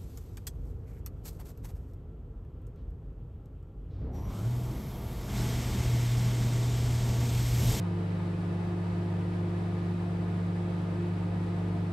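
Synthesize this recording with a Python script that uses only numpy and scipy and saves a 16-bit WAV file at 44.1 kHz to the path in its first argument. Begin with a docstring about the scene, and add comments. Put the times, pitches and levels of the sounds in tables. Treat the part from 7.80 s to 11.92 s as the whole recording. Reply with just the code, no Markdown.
"""Kitchen: a microwave oven runs steadily, close to a hand-held phone.
Fan: noise shaped by duct resonances is the rushing air and low rumble; partials locked to the shaft
are the blade tone and its relatives. Transformer: wavering mains harmonics are the hum and the steel's
faint whine; a noise pattern repeated every mains cycle is its buzz."""
import sys
import numpy as np
from scipy import signal
from scipy.fft import rfft, irfft
from scipy.io import wavfile

SR = 44100
rng = np.random.default_rng(int(sys.argv[2]) if len(sys.argv) > 2 else 0)


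def wav_out(sig):
    """Save sig, one row per channel (or a flat mono array), as 16-bit PCM at SR to the path in sys.argv[1]."""
    wavfile.write(sys.argv[1], SR, np.round(np.clip(np.atleast_2d(sig).T, -1, 1) * 32767).astype(np.int16))


N = 181761
TIME = np.arange(N) / SR  # s
BIN_HZ = np.arange(N // 2 + 1) * SR / N
MAINS_HZ = 50.07


def undb(db):
    """Decibels to amplitude gain."""
    return 10 ** (np.asarray(db) / 20)


def at(points, hz):
    """Interpolate a spectrum on a log-frequency axis."""
    f_hz, value = np.transpose(points)
    return np.interp(np.log(np.maximum(hz, 1)), np.log(f_hz), value)


def curve(points):
    """Gain over time from (t/s, level/dB) points."""
    return undb(np.interp(TIME, *np.transpose(points)))


def swell(crest_s, half_width_s, rise_db):
    """Gain that rises smoothly to one crest and falls back."""
    return undb(rise_db * np.exp(-((TIME - crest_s) / half_width_s) ** 2))


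def colour(noise, db_per_hz):
    """Filter unit white noise to the given density."""
    return irfft(rfft(noise) * undb(db_per_hz) * np.sqrt(SR / 2), N)


def walk(rate_hz):
    """Slow random signal, zero mean, spread 1, moving at up to about rate_hz."""
    lowpass = (BIN_HZ > 0) / (1 + (BIN_HZ / rate_hz) ** 2)
    x = irfft(rfft(rng.standard_normal(N)) * lowpass, N)
    return x / x.std()


def ports(mid, side, hz):
    """Left and right from the shared and unshared sound field, at equal total power."""
    # difference between the microphones: f/Hz, side minus mid/dB
    side_level = [(50, -26.5), (110, -25.5), (170, -15), (320, -11), (500, -4), (900, -3.5), (1250, -4.5),
                  (1520, 2.5), (1900, -1.5), (2400, -2), (4300, -5), (7000, 0.5), (9000, -15), (12000, 17),
                  (14500, -6)]
    # balance: f/Hz, left minus right/dB
    left_right = [(250, 0), (450, -.2), (700, -.5), (1300, .5), (2400, .5), (4400, 1), (8000, 0)]
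    width = undb(at(side_level, hz))
    lean = undb(at(left_right, hz) / 2)
    left = (mid + width * side) * lean
    right = (mid - width * side) / lean
    return np.array([left, right]) / np.sqrt(1 + width ** 2)


def spread(pair):
    """Two unrelated signals become one wide sound, its width set per frequency."""
    return irfft(ports(*rfft(pair), BIN_HZ), N)


def tone(turns, hz, db, unsteady, rate_hz, diffuse=.5):
    """Partial wavering in size and phase; reflections shift its phase between the microphones."""
    drift = (walk(rate_hz) + 1j * walk(rate_hz)) / np.sqrt(2)
    waver = (1 + unsteady * drift) / np.sqrt(1 + unsteady ** 2)
    mid = waver * np.exp(2j * np.pi * (turns + rng.random()))
    side = diffuse * 1j * rng.choice([-1, 1]) * mid
    return np.sqrt(2) * undb(db) * ports(mid, side, hz).real


def fan_air(flutter_db=0.44, peak_ripple_db=2.2, ripple_hz=22, ripple_centre_hz=1500, surge_rate_hz=8):
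    """Turbulence rings the duct and surges by band; counter and wall reflections ripple its spectrum."""
    # rushing air: f/Hz, density/(dB per Hz)
    air_density = [(20, -94), (30, -88.5), (42, -74.5), (62, -72), (85, -71.5), (125, -67), (165, -65),
                   (260, -73.5), (380, -74), (470, -76.5), (800, -77), (1050, -83), (1500, -84),
                   (2300, -89.5), (3000, -93), (4500, -98.5), (5300, -102), (6500, -106.5), (9000, -108.5),
                   (10800, -112), (12000, -116), (15000, -115.5)]
    # hollow resonances of casing and duct: f/Hz, width/Hz, lift/dB
    duct_modes = [(41, 5, 5), (221.6, 15, 3.5), (316.6, 16.4, 10.5), (341.6, 16, 5.5), (432, 13, 7),
                  (452, 12, 4), (508, 23, 5), (545, 12, -5.5), (633, 26, 5), (683, 35, 3), (735, 14, 3.5),
                  (745, 10, -7.5), (794, 26, 0), (864, 31, 1.5), (930, 24, 2.5), (1025, 24, -1.5),
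                  (1230, 55, 5.5), (1740, 84, 4), (1823, 45, -3.5), (1930, 70, 1), (2280, 100, 2.5),
                  (2510, 90, 2.5)]
    # bands surging on their own as eddies come and go: low f/Hz, high f/Hz, depth/dB
    eddy_bands = [(25, 80, 1.8), (400, 570, 1), (570, 760, 1), (760, 1000, 1)]

    db = at(air_density, BIN_HZ)
    for hz, width_hz, lift_db in duct_modes:
        db = db + lift_db / (1 + (2 * (BIN_HZ - hz) / width_hz) ** 2)

    knots = np.arange(4096)
    knot_values = rng.standard_normal((2, len(knots)))
    ripple = np.array([np.interp(BIN_HZ / ripple_hz, knots, row) for row in knot_values])
    # deepest in the midrange: treble leaves from many vents and evens out
    ratio = BIN_HZ / ripple_centre_hz
    db = db + peak_ripple_db * ripple * 2 * ratio / (1 + ratio ** 2)

    air = spread(colour(rng.standard_normal((2, N)), db))
    spectrum = rfft(air)
    for low_hz, high_hz, surge_db in eddy_bands:
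        band = irfft(spectrum * ((BIN_HZ >= low_hz) & (BIN_HZ < high_hz)), N)
        air = air + band * (undb(surge_db * walk(surge_rate_hz)) - 1)
    return air * undb(flutter_db * walk(14))


def fan_tones(shaft_start_hz=43.465, creep_hz_per_s=.01375, jitter_hz=0.016):
    """Blades chop uneven air as the fan creeps up in speed; magnetic pull adds tones beating with the hum."""
    # four blades to a turn: multiple of shaft rate, level/dB, unsteadiness/share of the tone
    shaft_partials = [(3, -64, 0.2), (4, -34.5, 0.013), (5, -66.5, 0.34), (7, -63, 0.3), (8, -44.5, 0.24),
                      (12, -58.5, 0.3), (16, -63, 0.36), (18, -63.5, 0.66), (20, -69, 0.52), (28, -67, 0.6)]
    # pull varies as the rotor turns (sum and difference tones):
    # multiple of mains, multiple of shaft rate, level/dB
    motor_partials = [(4, -1, -59.5), (2, 2, -57), (6, 1, -61), (8, 5, -69.5)]
    # blade tone: t/s, level change/dB
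    blade_level = [(0, 0.9), (.5, -0.6), (.8, 0.3), (1.5, 0), (2.3, 0.5), (2.82, 1), (3.15, 0), (3.7, 0.5),
                   (4.1, -0.3)]
    # its octave swells and sinks: t/s, level change/dB
    octave_level = [(0, -4), (.2, -1.5), (.33, -5), (.75, -2.5), (1.0, 2.5), (1.11, -2.5), (1.22, 0.5),
                    (1.5, -1), (1.72, 2), (1.92, -1), (2.35, 3), (2.65, -7), (2.8, 0), (3.08, -2.5),
                    (3.24, 5.5), (3.45, -7.5), (3.62, 1.5), (3.8, -1.5), (4.05, -3.5)]

    shaft_hz = shaft_start_hz + creep_hz_per_s * TIME + jitter_hz * walk(3.1)
    turns = np.cumsum(shaft_hz) / SR
    gains = {4: curve(blade_level), 8: curve(octave_level)}
    out = 0
    for k, db, unsteady in shaft_partials:
        partial = tone(k * turns, k * shaft_start_hz, db, unsteady, rate_hz=4.1, diffuse=0.23)
        out = out + gains.get(k, 1) * partial
    for m, k, db in motor_partials:
        hz = m * MAINS_HZ + k * shaft_start_hz
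        out = out + tone(m * MAINS_HZ * TIME + k * turns, hz, db, unsteady=0.28, rate_hz=2)
    return out


def steel_whine():
    """Thin, flickering tones where a panel rings on a high harmonic of the mains."""
    # harmonics the panels pick out: multiple of mains, level/dB
    panel_partials = [(43, -74.5), (46, -79), (53, -81.5), (68, -78), (78, -74.5), (90, -80), (94, -89),
                      (96, -90), (100, -90), (139, -93), (141, -88.5), (150, -95), (158, -90.5), (160, -91),
                      (166, -91), (174, -89.5), (177, -95), (180, -98), (195, -99.5), (197, -94),
                      (219, -100)]
    out = 0
    for k, db in panel_partials:
        hz = k * MAINS_HZ
        out = out + tone(hz * TIME, hz, db, unsteady=0.45, rate_hz=4, diffuse=0.6)
    return out


def steel_buzz(burst_at_cycles=0.54, burst_width_cycles=0.092, ring_hz=11000):
    """The same tiny rattle repeats every mains cycle, strongest while the magnetron draws current."""
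    # transformer steel: f/Hz, density/(dB per Hz)
    buzz_density = [(1500, -114), (3500, -109), (5000, -111), (6200, -118), (7200, -114), (8800, -114),
                    (10800, -119), (12500, -128)]
    size = round(SR / MAINS_HZ)  # samples per cycle
    phase = np.arange(size) / size
    load = np.exp(-.5 * ((phase - burst_at_cycles) / burst_width_cycles) ** 2)
    bursts = rng.standard_normal((2, size)) * load / np.sqrt(np.mean(load ** 2))
    ringing = rng.standard_normal((2, size))
    # low panel modes ring through the whole cycle; only the top dies away between bursts
    burst_share = 1 / (1 + (ring_hz / np.maximum(BIN_HZ, 1)) ** 4)
    cycle = np.arange(N) % size
    db = at(buzz_density, BIN_HZ)
    top = colour(bursts[:, cycle], db + 10 * np.log10(burst_share))
    low = colour(ringing[:, cycle], db + 10 * np.log10(1 - burst_share))
    return spread(top + low)


def transformer_hum(sway_db=0.2, max_waver=0.77, waver_rate_hz=3.5):
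    """Mains harmonics sway together; short waves waver more as the kitchen's standing waves shift."""
    # hum through the casing: multiple of mains, level/dB
    hum_partials = [(1, -52), (2, -34), (3, -45.5), (4, -56.5), (5, -62.5), (6, -50.5), (7, -65.5),
                    (8, -56.5), (9, -55.5), (10, -63), (11, -66.5), (12, -71), (14, -61.5), (15, -71),
                    (17, -64.5), (18, -72), (19, -64.5), (20, -68), (23, -77.5), (24, -70), (26, -72.5)]
    # main partial, twice the mains: t/s, level change/dB
    main_level = [(0, 0.6), (.5, -0.5), (.8, -0.8), (1.15, 0.5), (1.85, -0.1), (2.25, -0.9), (2.65, -0.2),
                  (3.03, -1.4), (3.4, 0), (3.68, -0.5), (4.1, 0.2)]
    # sixth partial grows towards the end: crest t/s, half width/s, rise/dB
    sixth_swell = (4.03, 0.5, 4.6)

    gains = {2: curve(main_level), 6: swell(*sixth_swell)}
    out = 0
    for k, db in hum_partials:
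        hz = k * MAINS_HZ
        shortness = min(hz / 700, 1)
        waver = max_waver * shortness ** 2
        partial = tone(hz * TIME, hz, db, waver, waver_rate_hz, diffuse=shortness)
        out = out + gains.get(k, 1) * partial
    return out * undb(sway_db * walk(0.99))


def scene():
    """Fan and transformer run together, without a break."""
    return fan_air() + fan_tones() + steel_whine() + steel_buzz() + transformer_hum()


def record(dry, top_hz=15400):
    """The phone cuts the top of the treble: steep elliptic low-pass."""
    return signal.sosfilt(signal.ellip(10, .1, 80, top_hz, fs=SR, output="sos"), dry)


dry = scene()
out = record(dry)
wav_out(out)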